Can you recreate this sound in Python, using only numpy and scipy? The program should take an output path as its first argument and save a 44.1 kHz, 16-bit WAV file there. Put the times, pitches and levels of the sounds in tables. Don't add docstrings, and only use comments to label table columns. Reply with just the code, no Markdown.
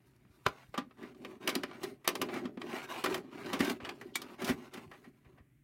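import sys
import numpy as np
from scipy import signal
from scipy.fft import rfft, irfft, next_fast_len
from scipy.io import wavfile
from scipy.ndimage import map_coordinates

SR = 44100
rng = np.random.default_rng(int(sys.argv[2]) if len(sys.argv) > 2 else 0)


def inscribe(sig):
    pcm = np.round(np.clip(np.atleast_2d(sig).T, -1, 1) * 32767)
    wavfile.write(sys.argv[1], SR, pcm.astype(np.int16))


N = 248679
AGE_S = np.arange(SR // 3) / SR

# (frequency [Hz], width [Hz], level [dB])
CABINET_MODES = [(180, 69, -9), (242.4, 33, 1), (281.5, 56, -2.5), (369.5, 44.5, -1), (425, 37.2, -8),
                 (591, 45, -15), (767, 29, -21.5)]
# (frequency [Hz], level [dB])
BODY_SPECTRUM = [(100, -25), (300, -2), (600, -1.5), (1400, -3), (2000, 1.5), (3000, -7.5), (5000, -20.5),
                 (9000, -45.5)]
EDGE_SPECTRUM = [(1000, -49.5), (2200, -20), (3000, 7.5), (4500, 0), (6000, -8.5), (9000, -13.5),
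                 (16000, -52.5)]
# (start [s], length [s], scrape level [dB], cabinet drone level [dB], hiss level [dB])
STROKES = [(0.038, 0.082, -80, -87, -78), (0.282, 0.45, -76, -90, -76.5), (0.497, 0.14, -61, -81, -84),
           (0.962, 0.14, -57, -49.5, -74), (1.136, 0.18, -71, -52.5, -79), (1.198, 0.16, -62, -50.5, -73.5),
           (1.394, 0.22, -53, -46, -68.5), (1.608, 0.23, -57, -52.5, -78), (1.773, 0.14, -59, -47, -66),
           (2.074, 0.34, -61, -41.5, -69), (2.315, 0.078, -44, -42.5, -67),
           (2.412, 0.069, -58.5, -40.5, -85), (2.589, 0.11, -56, -44, -70), (2.678, 0.16, -44, -48.5, -59),
           (2.87, 0.15, -43.5, -48, -57.5), (3.043, 0.14, -47, -36.5, -58), (3.192, 0.16, -66.5, -55, -92),
           (3.293, 0.23, -54.5, -49, -72.5), (3.383, 0.28, -51.5, -43.5, -66.5),
           (3.596, 0.13, -39, -38.5, -51), (3.796, 0.12, -52.5, -45, -74), (3.918, 0.2, -66, -53, -76),
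           (4.149, 0.2, -57.5, -51.5, -72.5), (4.375, 0.12, -47.5, -45, -64),
           (4.451, 0.052, -37.5, -37.5, -44.5), (4.553, 0.13, -60, -56, -72.5),
           (4.704, 0.13, -57, -52, -70), (4.836, 0.25, -70, -62.5, -76.5), (5.247, 0.15, -77, -64.5, -95.5)]


def amp(db):
    return 10 ** (np.asarray(db) / 20)


def unit(x):
    return x / np.sqrt(np.mean(x ** 2) + 1e-20)


def along(points, hz):
    f, v = np.transpose(points)
    return np.interp(np.log(hz + 1), np.log(f + 1), v)


def filtered(x, response):
    m = next_fast_len(len(x) + SR // 4)
    spectrum = rfft(x, m) * response(np.fft.rfftfreq(m, 1 / SR))
    return irfft(spectrum, m)[:len(x)]


def resonances(modes, f):
    total = 0
    for k, (centre_hz, width_hz, db) in enumerate(modes):
        damping = 1j * f * width_hz
        total = total + (-1) ** k * amp(db) * damping / (centre_hz * centre_hz - f * f + damping)
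    return total


def wobble(rate_hz):
    knots = rng.standard_normal(int(N * rate_hz / SR) + 4)
    return map_coordinates(knots, [np.arange(N) * rate_hz / SR])


def decay(t60_s):
    return amp(-60 * AGE_S / t60_s)


def growth(t60_s):
    return amp(-60 * AGE_S[::-1] / t60_s)


def fade(t60_s, rise_s):
    return decay(t60_s) * (1 - np.exp(-AGE_S / rise_s))


def add(track, time_s, sound):
    part = track[max(round(time_s * SR), 0):][:len(sound)]
    part += sound[:len(part)]


def air(level_db=-68, hum_hz=122, hum_db=-74):
    # (frequency [Hz], level [dB])
    tone_spectrum = [(20, -23.5), (50, 3), (95, -4.5), (134, 11), (165, -2.5), (300, 0), (400, -21.5),
                     (900, -31.5), (2000, -18), (4500, -38), (12000, -31), (16000, -34)]
    rumble = unit(filtered(rng.standard_normal(N), lambda f: amp(along(tone_spectrum, f))))
    hum = np.sin(2 * np.pi * hum_hz * np.arange(N) / SR + 0.68 * wobble(24))
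    return amp(level_db) * rumble + amp(hum_db) * hum


def room(x, build_up_s=0.0015):
    # (frequency [Hz], t60 [s])
    reverb_t60 = [(100, 0.49), (300, 0.24), (1500, 0.14), (4000, 0.14), (12000, 0.089)]
    hz, t, z = signal.stft(rng.standard_normal(SR // 2), SR, nperseg=256)
    decaying = z * amp(-60 * t / along(reverb_t60, hz)[:, None])
    tail = signal.istft(decaying, SR, nperseg=256)[1]
    tail *= 1 - np.exp(-(np.arange(len(tail)) / SR / build_up_s) ** 2)
    return signal.fftconvolve(x, tail / np.linalg.norm(tail))[:N]


def bumps(level_db=-2, low_hz=50, high_hz=170, rise_s=0.002, push_t60_s=0.035, rumble_gain=0.39):
    # (time [s], level [dB re level_db], shudder t60 [s], push pitch [Hz])
    bump_events = [(0.301, -54, 0.049, 75), (0.463, -29, 0.097, 118), (0.686, -49, 0.089, 55),
                   (3.604, -36, 0.095, 105), (3.825, -44, 0.085, 96), (4.499, -37.5, 0.2, 104),
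                   (4.863, -48, 0.15, 113), (5.264, -50.5, 0.036, 72), (5.337, -52.5, 0.08, 130),
                   (5.404, -48, 0.06, 67)]
    out = np.zeros(N)
    band = signal.butter(3, [low_hz, high_hz], "bandpass", fs=SR, output="sos")
    low_cut = signal.butter(2, low_hz, "highpass", fs=SR, output="sos")
    for time_s, db, t60_s, hz in bump_events:
        push = signal.sosfilt(low_cut, np.sin(2 * np.pi * hz * AGE_S) * decay(push_t60_s))
        rumble = unit(signal.sosfilt(band, rng.standard_normal(len(AGE_S)))) * fade(t60_s, rise_s)
        thud = push + rumble_gain * rumble
        add(out, time_s, amp(db + level_db) * thud / abs(thud).max())
    return out


def shell(f, dense_db):
    # (frequency [Hz], width [Hz], level [dB])
    shell_modes = [(530, 230, 1.5), (811.5, 22, 5), (998, 74, -1), (1164, 85, 5), (1487, 100, 0),
                   (1895, 170, -9), (2356, 130, -2), (2910, 170, -8.5), (3620, 250, -13), (4940, 140, -7.5),
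                   (11100, 310, -11)]
    return np.hypot(abs(resonances(shell_modes, f)), amp(dense_db))


def shell_ring(spectrum, note_hz, note_db=4, note_q=7):
    f = np.fft.rfftfreq(len(AGE_S), 1 / SR)
    panel = np.hypot(1, abs(resonances([(note_hz, note_hz / note_q, note_db)], f)))
    colour = amp(along(spectrum, f)) * shell(f, dense_db=-6) * panel
    return unit(irfft(rfft(rng.standard_normal(len(AGE_S))) * colour, len(AGE_S)))


def pushes(t, stop_t60_s, attack_s=0.034, swell_db=1.5, arch_db=3.5):
    start, length = np.transpose(STROKES)[:2, :, None]
    moving = np.clip((t - start) / attack_s, 0, 1)
    way = np.clip((t - start) / length, 0, 1)
    press_db = swell_db * (way - 0.5) + arch_db * (np.sin(np.pi * way) - 2 / np.pi)
    stop_db = -60 * np.clip((t - start - length) / stop_t60_s, 0, 2)
    return (moving * amp(press_db + stop_db)) ** 2


def stroke_levels(rub_stop_t60_s=0.13, drum_stop_t60_s=0.3, handling_end_s=5.17, handling_t60_s=1.6):
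    t = np.arange(0, N, 64) / SR
    _, _, scrape_db, drone_db, hiss_db = np.transpose(STROKES)
    rub, drum = pushes(t, rub_stop_t60_s), pushes(t, drum_stop_t60_s)
    let_go_db = -60 * np.maximum(t - handling_end_s, 0) / handling_t60_s
    # (push levels [dB], push power, level of the faint handling [dB])
    layers = [(scrape_db, rub, -79), (drone_db, drum, -72), (hiss_db, rub, -88)]
    levels = []
    for db, power, rest_db in layers:
        strength = np.sqrt(amp(db) ** 2 @ power + amp(rest_db + let_go_db) ** 2)
        levels.append(np.interp(np.arange(N) / SR, t, strength))
    return levels


def shudder(drone, level_db=-21, low_hz=90, high_hz=170):
    band = signal.butter(2, [low_hz, high_hz], "bandpass", fs=SR, output="sos")
    return amp(level_db) * drone * unit(signal.sosfilt(band, rng.standard_normal(N)))


def grit(scrape, level_db=-7, snags_per_s=140, spread_db=4, t60_s=0.008):
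    snags = (rng.random(N) < snags_per_s / SR) * amp(spread_db * rng.standard_normal(N))
    click = shell_ring(BODY_SPECTRUM, note_hz=2880) * decay(t60_s)
    return amp(level_db) * scrape * unit(signal.fftconvolve(snags, click)[:N])


def sliding(drone_db=-2, scrape_db=-1, hiss_db=-1, catches_per_s=2500, smooth_gain=0.7, judder_db=1.87,
            scatter_gain=0.16, slips_per_s=130, soft_hz=330):
    # (frequency [Hz], level [dB])
    scrape_spectrum = [(250, -39), (480, -6), (1000, 6), (1800, -1), (3000, -7), (4500, -17), (6500, -24),
                       (12000, -46.5)]
    hiss_spectrum = [(2000, -25), (4000, 2), (5500, 2.5), (7500, 0), (12000, 0), (16000, -3)]
    scrape, drone, hiss = stroke_levels()
    grains = unit(rng.standard_normal(N) * (rng.random(N) < catches_per_s / SR))
    friction = (grains + smooth_gain * rng.standard_normal(N)) * amp(judder_db * wobble(45))

    jerks = unit(np.sign(rng.standard_normal(N)) * (rng.random(N) < slips_per_s / SR))
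    drumming = filtered(jerks + friction / 2,
                        lambda f: resonances(CABINET_MODES, f) * f / np.hypot(f, soft_hz))
    out = amp(drone_db) * drone * unit(drumming)

    spots = []
    for _ in range(6):
        scatter = rng.standard_normal(len(AGE_S)) * fade(t60_s=0.047, rise_s=0.0002)
        spots.append(signal.fftconvolve(friction, scatter)[:N])
    touch = np.array([wobble(12) for _ in spots])
    scattered = np.sum(touch * spots, axis=0) / np.linalg.norm(touch, axis=0)
    rubbed = friction + scatter_gain * scattered
    scraping = filtered(rubbed, lambda f: amp(along(scrape_spectrum, f)) * shell(f, dense_db=10.0))
    out += amp(scrape_db) * scrape * unit(scraping)
    out += shudder(drone) + grit(scrape)
    hissing = filtered(rubbed, lambda f: amp(along(hiss_spectrum, f)))
    return out + amp(hiss_db) * hiss * unit(hissing)


def knocks(level_db=-1, push_t60_s=0.022, lead_s=0.00306):
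    # (time before lead_s [s], level [dB re level_db], push pitch [Hz])
    cabinet_blows = [(0.251, -57, 190), (0.467, -31, 358), (0.743, -43.5, 340), (0.78, -26.5, 240),
                     (1.034, -40, 244), (1.482, -29, 290), (1.559, -23.5, 285), (1.638, -29.5, 564),
                     (1.837, -30.5, 400), (2.084, -31, 377), (2.158, -45, 312), (2.225, -27, 387),
                     (2.451, -29, 267), (2.572, -32, 241), (2.734, -29.5, 344), (3.041, -27, 398),
                     (3.077, -31, 383), (3.532, -28.5, 222), (3.602, -17.5, 280), (3.676, -24, 355),
                     (3.703, -29.5, 244), (4.056, -42.5, 356), (4.155, -39.5, 330), (4.434, -30, 224),
                     (4.495, -22, 203), (4.503, -23.5, 230), (4.775, -39, 228), (5.072, -44, 231)]
    out = np.zeros(N)
    for time_s, db, hz in cabinet_blows:
        push = np.sin(2 * np.pi * hz * AGE_S) * decay(push_t60_s)
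        ring = filtered(push, lambda f: resonances(CABINET_MODES, f))
        add(out, time_s - lead_s, amp(db + level_db) * ring / abs(ring).max())
    return out


def flap(ring_db=-18, crack_db=-10.0, crack_t60_s=0.044, rise_s=0.0011, low_hz=1200, bright_hz=4500,
         damping_t60_s=0.14, swing_db=-24, swing_t60_s=0.035):
    # (time [s], level [dB])
    flap_events = [(4.155, -16.5)]
    # (frequency [Hz], level [dB], t60 before the stop's damping [s])
    flap_modes = [(1080, -3, 0.066), (1940, 3, 0.049), (2410, -3, 0.043), (2280, 6.5, 0.1),
                  (3390, 5.5, 0.048), (3450, 2.5, 0.04), (3750, 4, 0.05), (4900, -25, .04),
                  (8700, 5, 0.042)]
    out = np.zeros(N)
    colour = lambda f: f / np.hypot(f, low_hz) / np.hypot(f, bright_hz)
    for time_s, db in flap_events:
        ring = np.zeros(len(AGE_S))
        for hz, mode_db, t60_s in flap_modes:
            tone = np.sin(2 * np.pi * (hz * AGE_S + rng.random()))
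            ring += amp(mode_db) * tone * fade(t60_s, rise_s)
        ring *= decay(damping_t60_s)
        crack = unit(filtered(rng.standard_normal(len(AGE_S)), colour)) * fade(crack_t60_s, rise_s)
        add(out, time_s, amp(db) * (amp(ring_db) * ring + amp(crack_db) * crack))
        swing = shell_ring(EDGE_SPECTRUM, note_hz=3300) * growth(swing_t60_s)
        add(out, time_s - len(AGE_S) / SR, amp(db + swing_db) * swing)
    return out


def contacts(table, rise_s, flex_db, body_db=-11, edge_db=-5, snap_db=-4, edge_life=0.53, snap_life=0.44,
             graze_db=-20, graze_t60_s=0.027, flex_t60_s=0.0086):
    # (frequency [Hz], level [dB])
    snap_spectrum = [(3000, -13), (5500, -0.5), (7500, -8), (11000, -5.5), (15000, -9), (18000, -22.5)]
    out = np.zeros(N)
    graze = amp(graze_db) * growth(graze_t60_s)
    for time_s, db, mid_db, top_db, t60_s, note_hz in table:
        body = amp(body_db) * shell_ring(BODY_SPECTRUM, note_hz)
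        edge = amp(edge_db + mid_db) * shell_ring(EDGE_SPECTRUM, note_hz)
        snap = amp(snap_db + top_db) * shell_ring(snap_spectrum, note_hz)
        envelope = fade(t60_s, rise_s)
        ring = body * envelope
        ring += edge * fade(t60_s * edge_life, rise_s)
        ring += snap * fade(t60_s * snap_life, rise_s)
        flex = amp(flex_db) * np.sin(2 * np.pi * note_hz * AGE_S) * fade(flex_t60_s, rise_s)
        add(out, time_s, amp(db) * (ring / envelope.max() + flex))
        add(out, time_s - len(AGE_S) / SR, amp(db) * (body + edge) * graze)
    return out


def scuffs(treble_db=0.5, t60_s=0.095, note_hz=1900):
    # (time [s], level [dB], brightness [dB])
    scuff_events = [(1.026, -40, -18), (1.831, -31.5, -4), (2.044, -35.5, -15.5), (2.337, -37.5, -9.5),
                    (3.491, -44, -9), (3.591, -31, -6), (3.645, -35, -2), (4.417, -35.5, -7),
                    (4.443, -37.5, 3.5), (4.475, -32, -8), (4.49, -24, -10.5), (4.735, -40, -4),
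                    (4.771, -39, -14), (4.933, -44, -20), (5.041, -47, -19), (5.245, -52.5, -24),
                    (5.375, -51, -25.5)]
    rows = [(time_s, db, bright_db, bright_db + treble_db, t60_s, note_hz)
            for time_s, db, bright_db in scuff_events]
    return contacts(rows, rise_s=0.01, flex_db=6.5)


def clacks():
    # (time [s], level [dB], upper-mid level [dB], treble level [dB],
    # ring t60 [s], note of the struck panel [Hz])
    clack_events = [(0.162, -66.5, -22, 3, 0.04, 756), (0.249, -54, -30, -30, 0.025, 1110),
                    (0.464, -9, -11, -21, 0.027, 1377), (0.484, -35, -22, -9, 0.032, 1240),
                    (0.741, -30, -18, -25.5, 0.12, 1040), (0.777, -23, -10, -18, 0.1, 1175),
                    (0.909, -45, -20, -39, 0.047, 1280), (1.146, -55.5, -5, -18, 0.077, 1120),
                    (1.248, -31, -11.5, -21, 0.061, 2790), (1.475, -17.5, -10.5, -10, 0.071, 2920),
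                    (1.49, -27.5, -2, -5, 0.13, 2180), (1.552, -23.5, -2, -4, 0.059, 1760),
                    (1.634, -24.5, -7.5, -18, 0.057, 1870), (1.712, -35.5, -13, -34, 0.029, 1080),
                    (2.076, -14.5, -7.5, -1.5, 0.04, 3780), (2.087, -23, -8.5, -8.5, 0.095, 2800),
                    (2.153, -25, -5.5, -9, 0.061, 1110), (2.215, -21.5, -7, -9, 0.093, 2930),
                    (2.286, -32.5, -17, -32, 0.21, 697), (2.454, -34.5, -8.5, -22, 0.067, 1180),
                    (2.573, -36.5, -20, -30, 0.053, 821), (2.616, -29, -8.5, -37, 0.041, 1040),
                    (3.039, -22, -10, -10, 0.14, 1160), (3.059, -19.5, -13, -19, 0.08, 1450),
                    (3.125, -33, -6, -29, 0.03, 2550), (3.143, -21.5, -11, -12, 0.089, 660),
                    (3.178, -36.5, -14, -9.5, 0.06, 789), (3.46, -38, -2, -21, 0.062, 1100),
                    (3.53, -22.5, -10.5, -15.5, 0.18, 1020), (3.604, -20, -7.5, -14.5, 0.079, 1990),
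                    (3.697, -33, 1, -0.5, 0.059, 1000), (3.802, -36.5, -21, -34, 0.086, 1140),
                    (3.848, -30.5, -8, -24, 0.1, 1170), (3.891, -28, -6.5, -19, 0.059, 2400),
                    (4.012, -35.5, -22, -15, 0.083, 1690), (4.217, -38.5, -2, -2.5, 0.083, 1170),
                    (4.914, -35.5, -28, -25, 0.07, 1210)]
    return contacts(clack_events, rise_s=0.0012, flex_db=1.5)


def scene(room_db=-12):
    blows = clacks() + scuffs() + knocks() + flap()
    return (blows + amp(room_db) * room(blows) + bumps() + sliding() + air())[None]


def record(dry, low_cut_hz=38, top_hz=16000):
    low_cut = signal.butter(2, low_cut_hz, "highpass", fs=SR, output="sos")
    thin = signal.sosfilt(low_cut, dry[0])
    return filtered(thin, lambda f: 1 / np.sqrt(1 + (f / top_hz) ** 120))[None]


dry = scene()
out = record(dry)
inscribe(out)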